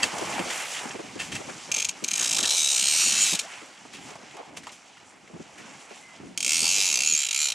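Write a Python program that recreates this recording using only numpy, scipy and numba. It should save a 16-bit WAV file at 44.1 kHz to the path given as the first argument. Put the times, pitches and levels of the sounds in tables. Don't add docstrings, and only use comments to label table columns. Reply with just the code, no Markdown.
import sys
import numpy as np
from scipy import signal
from scipy.fft import rfft, irfft
from scipy.io import wavfile
from scipy.ndimage import uniform_filter1d
from numba import njit

SR = 44100
rng = np.random.default_rng(int(sys.argv[2]) if len(sys.argv) > 2 else 0)


def unload_audio(sound):
    columns = np.transpose(np.atleast_2d(sound))
    steps = np.round(np.clip(columns, -1, 1) * 32767)
    wavfile.write(sys.argv[1], SR, steps.astype(np.int16))


N = 332514


def undb(db):
    return 10 ** (np.asarray(db) / 20)


def columns_at(rows, t):
    times, *columns = np.transpose(rows)
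    return np.array([np.interp(t, times, column) for column in columns])


def colour(x, points):
    hz = np.maximum(np.arange(len(x) // 2 + 1) * SR / len(x), 1)
    point_hz, db = np.transpose(points)
    y = irfft(rfft(x) * undb(np.interp(np.log(hz), np.log(point_hz), db)), len(x))
    return y / np.std(y)


def wander(rate):
    hold = int(SR / rate)
    steps = np.repeat(rng.standard_normal(N // hold + 1), hold)
    return 1.24 * uniform_filter1d(uniform_filter1d(steps, hold), hold)[:N]


def port_noise(correlation):
    mid, side = rng.standard_normal((2, N))
    side = side * np.array([[1], [-1]])
    return (np.sqrt(1 + correlation) * mid + np.sqrt(1 - correlation) * side) / np.sqrt(2)


def band(x, hz, width_hz):
    return signal.lfilter(*signal.iirpeak(hz, hz / width_hz, fs=SR), x)


def highpass(hz):
    return signal.butter(2, hz, "high", fs=SR, output="sos")


def flickering(spectrum, correlation, flicker_db, flicker_hz, grain_db):
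    out, low_hz, high_hz = 0, spectrum[1][0], spectrum[-1][0]
    for hz in low_hz * 2 ** np.arange(0, np.log2(high_hz / low_hz), .5):
        gain = undb(flicker_db * wander(flicker_hz) + grain_db * wander(400))
        out = out + gain * band(port_noise(correlation), hz, hz / 2) / np.sqrt(hz)
    return np.array([colour(port, spectrum) for port in out])


@njit
def ring(at, strike, pole, ease, span):
    out = np.zeros((2, N))
    for mode in range(len(pole)):
        for port in range(2):
            push, motion = 0j, 0j
            for k in range(len(at)):
                push += strike[port, k, mode]
                end = at[k + 1] if k + 1 < len(at) else N
                for i in range(at[k], min(end, at[k] + span, N)):
                    motion = motion * pole[mode] + ease * push
                    push *= (1 - ease) * pole[mode]
                    out[port, i] += motion.imag
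                if end > at[k] + span:
                    push, motion = 0j, 0j
    return out


def poles(hz, t60):
    return np.exp(2j * np.pi * hz / SR - np.log(1000) / (t60 * SR))


# (time [s], wash level [dB], hiss level [dB])
WASH_AND_HISS_LEVELS = [(0.0, -39.5, -37.5), (0.32, -35, -36.5), (0.55, -37.5, -34), (0.79, -44.5, -35.5),
                        (0.86, -38.5, -41), (1.0, -49, -45), (1.2, -48, -46), (1.4, -46, -44),
                        (2.03, -51, -46.5), (2.25, -47, -34), (2.41, -40, -49), (2.69, -47, -40),
                        (3.29, -49.5, -34), (3.45, -47, -43), (3.77, -54.5, -48.5), (3.92, -54, -50.5),
                        (4.1, -49.5, -45), (4.22, -54.5, -52), (4.35, -47, -51.5), (4.5, -53.5, -53.5),
                        (4.71, -56.5, -51.5), (5.3, -57, -56), (5.76, -50, -47.5), (6.0, -53, -48.5),
                        (6.35, -57, -55.5), (6.64, -44, -63), (7.02, -47, -69), (7.15, -62, -48.5),
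                        (7.35, -52, -51.5), (7.54, -52, -47)]
# (frequency [Hz], relative level [dB])
WASH_SPECTRUM = [(180, -47), (300, -11), (646, -1), (816, 2.5), (932, 0.5), (1860, -6.5), (2200, 0.5),
                 (2860, -7.5), (4840, -120)]
HISS_SPECTRUM = [(880, -3), (1500, -4.5), (2940, -1), (3870, -6.5), (5000, -4.5), (5950, -1.5),
                 (6700, -2.5), (7500, -0.5), (8300, -6.5), (9790, -8), (11500, -20), (13700, -22),
                 (15900, -28)]


def wash_and_hiss():
    wash_db, hiss_db = columns_at(WASH_AND_HISS_LEVELS, np.arange(N) / SR)
    wash = flickering(WASH_SPECTRUM, correlation=0.84, flicker_db=3.5, flicker_hz=25, grain_db=3.0)
    hiss = flickering(HISS_SPECTRUM, correlation=0.95, flicker_db=3.0, flicker_hz=20, grain_db=2.5)
    treble_db = 0.6 * (hiss_db + 47)
    hiss = hiss + (undb(treble_db) - 1) * signal.sosfiltfilt(highpass(10800), hiss)
    return undb([[-.5], [.5]]) * (undb(wash_db) * wash + undb(hiss_db) * hiss)


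# (time [s], relative level [dB])
WIND_LEVELS = [(0.0, -49.5), (0.44, -50), (0.63, -60.5), (1.15, -53), (1.34, -48.5), (1.85, -60.5),
               (2.39, -52.5), (2.58, -61.5), (3.21, -55), (3.4, -62.5), (3.7, -67), (4.05, -54.5),
               (4.41, -66), (4.55, -55), (4.75, -68.5), (5.25, -64), (5.45, -62), (6.15, -64),
               (6.25, -50.5), (6.4, -58), (7.1, -54.5), (7.2, -71), (7.54, -66.5)]
# (frequency [Hz], relative level [dB])
WIND_SPECTRUM = [(15, -57), (25, -29), (165, -0.5), (279, 4), (565, -7), (810, -5), (900, -14), (1170, -37),
                 (1980, -120)]
# (time [s], peak level [dB], centre frequency [Hz])
WIND_BUFFETS = [(0.049, -29, 292), (0.129, -28.5, 234), (0.215, -22.5, 414), (0.392, -21, 260),
                (0.456, -27, 385), (0.85, -26.5, 212), (0.946, -24, 288), (0.99, -27, 347),
                (1.156, -27.5, 242), (1.399, -28.5, 460), (1.485, -28, 480), (1.681, -35.5, 239),
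                (1.768, -30, 497), (2.023, -26.5, 250), (2.204, -35.5, 226), (2.383, -34, 299),
                (2.419, -29.5, 290), (3.06, -31, 238), (3.325, -23.5, 174), (3.619, -38.5, 340),
                (3.851, -39.5, 304), (4.107, -38, 360), (4.341, -37, 380), (4.392, -29.5, 500),
                (4.57, -42, 210), (5.232, -46, 180), (5.299, -40, 378), (5.334, -31, 150),
                (5.357, -33.5, 312), (5.396, -30, 195), (5.593, -36.5, 198), (5.907, -33.5, 412),
                (6.198, -32, 169), (6.23, -35, 217), (6.269, -43, 259), (6.309, -39, 210),
                (6.462, -35, 248), (6.62, -30, 274), (6.775, -31, 338), (7.126, -37.5, 206)]


def wind(buffet_ms=42.8, random_count=30, random_hz=257, pan_spread_db=0.5):
    wind_db, = columns_at(WIND_LEVELS, np.arange(N) / SR)
    rumble = flickering(WIND_SPECTRUM, correlation=0.57, flicker_db=5.5, flicker_hz=20, grain_db=3.5)
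    out = undb(wind_db + 5.5) * rumble
    noise = signal.sosfilt(highpass(130), port_noise(0.29))
    when, pitch = rng.random((random_count, 2)).T
    at = (when * (N - SR // 5)).astype(int) + SR // 100
    random_buffets = np.transpose([at / SR, wind_db[at] + 14.5, random_hz * 2 ** (pitch - .5)])
    n = int(buffet_ms * SR / 1000)
    envelope = np.pad(np.sin(np.pi * np.sqrt(np.arange(n) / n)) ** 2, (0, n))
    for s, db, hz in np.concatenate([random_buffets, WIND_BUFFETS]):
        i = int((s - .003) * SR)
        pan_db = pan_spread_db * rng.standard_normal()
        puff = band(band(noise[:, i:i + 2 * n] * envelope, hz, 1.3 * hz), hz, 1.3 * hz)
        out[:, i:i + 2 * n] += puff / np.abs(puff).max() * undb(db + np.array([[-pan_db], [pan_db]]) / 2)
    return out


# (time [s], body level [dB], body frequency [Hz], spray re body [dB], 30 dB decay time [ms])
HULL_SPLASHES = [(0.028, -27.5, 2550, 5, 69), (0.182, -50.5, 3000, 20.5, 23), (0.499, -31, 2090, -2, 64),
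                 (1.187, -39.5, 2470, 5.5, 205), (1.314, -40, 2320, 3, 137), (1.35, -43.5, 2360, 9.5, 45),
                 (1.492, -36, 1500, -12, 51), (2.382, -37, 1500, 7, 85), (2.437, -36.5, 1830, 7, 76),
                 (3.851, -41, 810, -25, 22), (3.928, -44, 2760, 1, 125), (4.01, -57, 894, 1, 280),
                 (4.08, -48, 830, -8, 190), (3.95, -54, 2600, -10, 74), (4.153, -41, 695, -12, 35),
                 (4.309, -44, 2490, -12, 27), (4.368, -55, 3000, 18, 8.1), (4.367, -42.5, 840, -22, 210),
                 (4.565, -46, 2760, 4, 48), (4.57, -46.5, 2760, 7.5, 39), (4.63, -46.5, 1960, -2, 74),
                 (4.668, -36, 950, -7, 48), (4.691, -39, 2180, -25, 31), (4.7, -49, 800, -26, 54),
                 (4.715, -57.5, 6960, 11, 120), (4.969, -45.5, 1610, -11, 34), (5.275, -47, 2000, -8, 28),
                 (5.576, -45.5, 1840, -2, 110)]


def splashes(rise_share=0.071):
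    out, droplets = np.zeros((2, N)), undb(0.64 * wander(700))
    slap = port_noise(0.95) * droplets
    spray = np.array([colour(port, HISS_SPECTRUM) for port in port_noise(0.95) * droplets])
    ms = np.arange(SR // 4) * 1000 / SR
    for s, db, hz, spray_db, decay_ms in HULL_SPLASHES:
        span = slice(int(s * SR), int(s * SR) + len(ms))
        rise_ms = rise_share * decay_ms
        envelope = np.minimum(ms / rise_ms, 1) * undb(-30 * np.maximum(ms - rise_ms, 0) / decay_ms)
        body = band(band(slap[:, span], hz, 0.82 * hz), hz, 0.82 * hz)
        out[:, span] += undb(db) * envelope * (body / np.std(body) + undb(spray_db) * spray[:, span])
    return out


# (time [s], relative level [dB], lift above 4 kHz [dB])
TACKLE_BLOWS = [(0.029, -13, 2), (.032, -4, 3), (0.033, -14, 4.5), (0.035, -14, -5), (0.038, -19, -1),
                (0.04, -6, -2), (0.393, -13, -3), (.909, -18.5, -15), (1.191, -24, -10), (1.198, -18, -17),
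                (1.202, -13.5, -16), (1.211, -19, -12), (1.218, -17, -6), (1.322, -27, -12),
                (1.327, -18, -10), (1.362, -18, -12), (1.365, -17, -8), (2.439, -14, -3), (2.445, -12, -3),
                (4.669, -27, -1)]
# (frequency [Hz], relative level [dB], 60 dB decay time [s])
TACKLE_MODES = [(1810, -4, 0.014), (2686, -2, 0.022), (3190, -9.5, 0.038), (3300, -31, 0.024),
                (4650, -4, 0.011), (6650, -12, 0.014), (7840, -7, 0.013)]


def tackle_knocks():
    s, db, treble_db = np.transpose(TACKLE_BLOWS)
    hz, mode_db, t60 = np.transpose(TACKLE_MODES)
    gain = undb(db[:, None] + mode_db + treble_db[:, None] * (hz > 4000) - 8)
    strike = gain * np.exp(2j * np.pi * rng.random(gain.shape))
    port_phase = np.exp(0.3j * rng.standard_normal((2, 1, len(hz))))
    return ring((s * SR).astype(np.int64), strike * port_phase, poles(hz, t60), ease=0.39, span=SR // 20)


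# (time [s], tooth rate [1/s])
SPOOL_PULLS = [
    [(1.7162, 33.9), (1.782, 58.8), (1.889, 15.4)],
    [(2.0396, 18.7), (2.133, 45.1), (2.241, 66.3), (2.274, 56.1), (2.384, 52.2), (2.405, 48.8),
     (2.429, 32.9), (2.543, 89.0), (2.566, 91.1), (2.589, 79.6), (2.685, 65.6), (2.714, 76.1),
     (2.743, 58.8), (2.881, 72.7), (2.994, 86.2), (3.026, 96.2), (3.069, 92.1), (3.122, 59.6),
     (3.152, 72.2), (3.176, 92.1), (3.216, 109.7), (3.305, 91.5), (3.392, 1.6)],
    [(6.3758, 28.3), (6.493, 74.0), (6.556, 84.7), (6.605, 79.4), (6.701, 86.4), (6.723, 99.1),
     (6.782, 101.3), (6.865, 91.9), (6.941, 67.5), (6.972, 58.1), (7.086, 83.6), (7.123, 76.9),
     (7.217, 71.4), (7.248, 61.0), (7.287, 40.5), (7.329, 56.5), (7.389, 75.3), (7.442, 76.6),
     (7.521, 50.8)],
]


def tooth_times():
    times = []
    for pull in SPOOL_PULLS:
        t = np.arange(pull[0][0], pull[-1][0], 1 / SR)
        passed = np.cumsum(columns_at(pull, t)[0]) / SR
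        times.append(np.interp(np.arange(round(passed[-1]) + 1), passed, t))
    return np.concatenate(times)


# (frequency [Hz], relative level [dB])
WEAK_MODE_ENVELOPE = [(740, -54), (1250, -33), (1350, -6), (1710, -55), (1990, -74), (2180, -18),
                      (2400, -7.5), (3160, -1.5), (3580, -5.5), (4920, -4), (6890, 1.5), (11800, -16.5),
                      (15500, -27)]
STRONG_MODES = [(2230, -4.5), (2400, 1), (2680, -1.5), (3200, -1.5), (4590, -19), (5560, -6), (8400, -14)]


def reel_modes(weak_count=110, weak_t60=0.014, strong_t60=0.023):
    envelope_hz, envelope_db = np.transpose(WEAK_MODE_ENVELOPE)
    strong_hz, strong_db = np.transpose(STRONG_MODES)
    weak_hz = np.linspace(envelope_hz[1], envelope_hz[-1], weak_count)
    weak_hz += 30 * rng.standard_normal(weak_count)
    weak_db = np.interp(np.log(weak_hz), np.log(envelope_hz), envelope_db)
    size = undb(np.concatenate([weak_db, strong_db]))
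    t60 = np.repeat([weak_t60, strong_t60], [weak_count, len(strong_hz)])
    return np.concatenate([weak_hz, strong_hz]), size / np.linalg.norm(size), t60


def bell(hz, centre_hz, width_hz):
    return np.exp(-((hz - centre_hz) / width_hz) ** 2)


# (time [s], lower centre [Hz],
# upper centre [Hz], lower lift [dB], upper lift [dB], close reflection strength [0-1])
BRIGHT_BANDS = [
    [(1.71, 4080, 6460, -3, 6, 0.3), (1.9, 4340, 6590, 6, 2, 0)],
    [(2.04, 4220, 6540, 7, 4.5, 0.03), (2.2, 3800, 6420, 5, 4, 0.17), (2.4, 3720, 6500, 8.5, 6.5, 0.1),
     (2.52, 4000, 6500, 10, 2, 0.06), (2.58, 3880, 6150, 8, 5, 0.2), (2.7, 3840, 6860, 11.5, 5.5, 0.1),
     (2.8, 4030, 7000, 7, 3, 0), (2.9, 4100, 6670, 6, 5, 0.2), (2.96, 4300, 6630, 8, -6, 0),
     (3.04, 4460, 7000, 5, 8, 0.4), (3.13, 4150, 6450, 10, 3, 0), (3.22, 4170, 7000, 2, 8, 0.6),
     (3.28, 3900, 6200, 3, 2, 0.3), (3.4, 3650, 6800, 10, 3, 0.5)],
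    [(6.37, 4130, 6650, -3, 1.5, 0.2), (6.56, 4420, 6550, 0, -1, 0), (6.66, 4600, 6270, 14, -1, 0.2),
     (6.75, 4230, 7000, 2, 8, 0.1), (6.81, 3750, 6300, 11, 0, 0), (6.88, 4030, 7000, 5.5, 3, 0.25),
     (6.97, 4560, 6060, 10, 4, 0.36), (7.02, 4460, 6300, 11, 5.5, 0.1), (7.1, 4310, 7170, 7, 13.5, 0.7),
     (7.15, 4360, 6450, 11, 13, 0.3), (7.17, 4370, 7350, 7, 19, 0), (7.3, 3770, 6870, 11, 7.5, 0.1),
     (7.4, 4100, 7260, 3, 13, 0.14), (7.54, 3760, 6800, 14, -1, 0.4)],
]
# (time [s], lift at 2750 Hz [dB], at 3190 Hz [dB], at 6160 Hz [dB])
NARROW_BANDS = [(1.71, 4, 1, 8), (1.9, 5, -3, 0), (2.04, 0, -10, 8), (2.4, -3, -2.5, -3),
                (2.55, -14, -11, -8), (2.7, -2, -8, 9), (2.85, 2.5, 2, 3), (3.0, 3, -9, 7),
                (3.1, 1, -2, -2), (3.22, -1, -1, 1), (3.4, -1, 5, -5), (6.37, -7, 9, -1),
                (6.55, -0.5, 1.5, -13), (6.7, 6.5, 5, 4), (6.85, -4, -2.5, 9), (7.0, 6, 3.5, 5),
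                (7.15, 1, 1, 6), (7.25, 10, 9, 3), (7.4, 1, 1.5, 6), (7.54, 1, 6.5, -5)]


def reel_radiation(t, hz):
    bright = columns_at(np.concatenate(BRIGHT_BANDS), t)[:, :, None]
    lower_hz, upper_hz, lower_db, upper_db, reflection = bright
    upper_band = bell(hz, upper_hz, 215)
    lift_db = lower_db * bell(hz, lower_hz, 150) + upper_db * upper_band
    for db, centre_hz, width_hz in zip(columns_at(NARROW_BANDS, t), (2750, 3190, 6160), (74, 65, 98)):
        lift_db += db[:, None] * bell(hz, centre_hz, width_hz)
    reflection = reflection + 0.026 * wander(3.66)[(t * SR).astype(int), None]
    reflection = reflection * np.clip(hz / 950 - 1, 0, 1)
    delay_s = 5 / upper_hz
    comb = np.abs(1 + reflection * np.exp(-2j * np.pi * hz * delay_s)) / np.sqrt(1 + reflection ** 2)
    return undb(lift_db) * comb, upper_band


def tooth_excitation(teeth, modes, colour_db=0.8, force_db=0.95, swell_db=0.8):
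    tint = uniform_filter1d(rng.standard_normal((teeth, modes)), size=7, axis=1)
    force = rng.standard_normal((teeth, 1))
    swell = uniform_filter1d(rng.standard_normal((teeth, modes)), size=11, axis=0)
    swell = uniform_filter1d(swell, size=3, axis=1)
    return undb(colour_db * tint / tint.std() + force_db * force + swell_db * swell / swell.std() - 1.12)


# (time [s], direct level [dB], echo level [dB],
# lift below 2550 Hz [dB], left minus right [dB])
ARRIVAL_LEVELS = [
    [(1.71, -21.5, -21.5, 4, -0.5), (1.9, -21.5, -17.5, -1, 1)],
    [(2.04, -33, -19.5, 1.5, 0.5), (2.2, -20, -18, -5, 0), (2.5, -16.5, -17.5, -3, -0.5),
     (2.65, -21, -16.5, -4, 0), (2.8, -22.5, -17, -2.5, 0), (2.95, -22, -15.5, -2.5, -0.5),
     (3.1, -18, -16.5, -6, 0), (3.23, -18, -18, -4.5, -0.5), (3.33, -18.5, -16.5, -4.5, 0),
     (3.4, -18.5, -17.5, 2, 1)],
    [(6.37, -15.5, -27.5, -0.5, -1), (6.55, -12.5, -25.5, 0, -1), (6.75, -14, -25.5, -3, -.9),
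     (6.95, -13.5, -24, -1.5, -2), (7.1, -18.5, -22.5, 1, -2), (7.25, -19, -22.5, 0.5, -2),
     (7.4, -16.5, -23, 3.5, -2), (7.54, -15.5, -26, 0, -2)],
]
# (time [s], delay [ms], echo's upper band lift [dB],
# lift of later echoes [dB], lift near 8370 Hz on all paths [dB])
BULWARK_ECHO = [(1.71, 4.6, 10.5, -6, -2), (1.9, 5.3, 8.5, -5, 6), (2.04, 5.3, 7.5, -7, 4),
                (2.351, 4.8, -1, 0, 5), (2.551, 4.75, 0, 1.5, 4), (2.7, 4.7, -1, -0.5, 9.5),
                (2.779, 4.2, -1, 1, 8), (2.869, 4.2, 1, 0.5, 9.5), (3.0, 4.5, -7, 3, 5),
                (3.201, 4.2, -3, 1, 3), (3.399, 4.6, -1, -1.5, 4), (6.37, 5.7, 5, 3, 4),
                (6.6, 5.86, -5, 7.5, 5), (6.9, 5.73, 0, 4.5, -17), (7.2, 5.5, -7.5, -10, -1.5),
                (7.54, 5.3, 2, 0, -12)]
# (time offset [ms], relative level [dB], share of the echo delay [0-1, 0 = direct])
REEL_PATHS = [(-0.3, -0.5, 0), (0.07, -4.5, 0.067), (2.5, -5, 0), (-0.5, -0.5, 0.93), (0.7, -4, 0.96),
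              (3, -4.5, 0.94), (6.5, -13.5, 0.91), (9, -10, 1), (14.5, -26, 1), (13.5, -15, 0.82),
              (13, -14, 0.88), (19.5, -12, 0.95)]


def reel_clicker(drift_rad=0.31, first_scatter_rad=1.9):
    hz, size, t60 = reel_modes()
    t = tooth_times()
    radiation, upper_band = reel_radiation(t, hz)
    size = size * radiation * tooth_excitation(len(t), len(hz))
    direct_db, echo_db, low_db, pan_db = columns_at(np.concatenate(ARRIVAL_LEVELS), t)[:, :, None]
    echo_ms, echo_upper_db, later_db, top_db = columns_at(BULWARK_ECHO, t)[:, :, None]
    size = size * undb(low_db * (hz < 2550) + top_db * bell(hz, 8370, 300))
    pan = undb(np.array([pan_db, -pan_db]) / 2)
    side = 0.08 * (1 + (hz / 11300) ** 3) * np.array([1, -1])[:, None, None]
    arrivals, strikes = [], []
    for ms, db, echo_share in REEL_PATHS:
        start = rng.uniform(0, 2 * np.pi, (2, 1, len(hz)))
        drift = np.cumsum(drift_rad * rng.standard_normal((2, len(t), len(hz))), axis=1)
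        mid_phase, side_phase = start + drift
        if ms < 0:
            mid_phase = first_scatter_rad * np.sin(mid_phase)
        else:
            db = db - 4 * (hz < 3400)
        path_db = echo_db + later_db * (ms > 2) if echo_share else direct_db
        gain = size * undb(db + path_db + echo_share * echo_upper_db * upper_band)
        strikes.append(gain * pan * (np.exp(1j * mid_phase) + side * np.exp(1j * side_phase)))
        arrivals.append(t + (ms + echo_share * echo_ms[:, 0]) / 1000)
    arrivals, strikes = np.concatenate(arrivals), np.concatenate(strikes, axis=1)
    order = np.argsort(arrivals)
    at = (arrivals[order] * SR).astype(np.int64)
    clicks = ring(at, strikes[:, order], poles(hz, t60), ease=0.037, span=SR // 20)
    return 2 * signal.sosfilt(highpass(1100), clicks)


# (frequency [Hz], relative level [dB])
LINE_SPECTRUM = [(300, -18), (1200, -13), (3000, 6.5), (7000, 0.5), (9800, -0.5), (13700, -46),
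                 (15900, -48)]


def line_hiss(pull_db=(-35, -38.5, -39.5), reference_teeth_per_s=80):
    gain = 0
    for db, pull in zip(pull_db, SPOOL_PULLS):
        tooth_rate = np.interp(np.arange(N) / SR, *np.transpose(pull), left=0, right=0)
        gain = gain + undb(db) * tooth_rate / reference_teeth_per_s
    return gain * np.array([colour(port, LINE_SPECTRUM) for port in port_noise(1.0)])


# (time [s], length [ms], start pitch [Hz], end pitch [Hz], level [dB])
BUBBLE_NOTES = [(3.43, 58, 595, 1100, -46), (3.985, 34, 820, 646, -50), (6.0, 173, 2060, 2030, -54)]


def bubbles_and_whistle():
    out, wobble, waver_db = np.zeros(N), wander(300), 2.2 * wander(500)
    for s, ms, start_hz, end_hz, db in BUBBLE_NOTES:
        progress = np.linspace(0, 1, int(ms * SR / 1000))
        span = slice(int(s * SR), int(s * SR) + len(progress))
        hz = (start_hz + (end_hz - start_hz) * progress ** 2) * (1 + 0.015 * wobble[span])
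        envelope = np.sqrt(2 * np.sin(np.pi * progress))
        out[span] += undb(db) * envelope * np.sin(2 * np.pi * np.cumsum(hz) / SR)
    return out * undb(waver_db)


def scene():
    fishing_gear = reel_clicker() + line_hiss() + tackle_knocks()
    return fishing_gear + wash_and_hiss() + wind() + splashes() + bubbles_and_whistle()


# (frequency [Hz], gain [dB])
SIDE_RESPONSE = [(40, -4), (120, -6.5), (300, -1), (600, 1.5), (1500, 1), (3500, 2.5), (6800, -4),
                 (10000, 7.5), (14000, 1)]


def record(dry):
    mid, side = (dry[0] + dry[1]) / 2, (dry[0] - dry[1]) / 2
    hz, lift_db = np.transpose(SIDE_RESPONSE)
    bin_hz = np.arange(N // 2 + 1) * SR / N + 1
    side = irfft(rfft(side) * undb(np.interp(np.log(bin_hz), np.log(hz), lift_db)), N)
    x = signal.sosfilt(highpass(65), [mid + side, mid - side])
    x = signal.sosfilt(signal.butter(2, 12500, fs=SR, output="sos"), x)
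    return signal.sosfilt(signal.ellip(10, .2, 70, 15850, fs=SR, output="sos"), x)


dry = scene()
out = record(dry)
unload_audio(out)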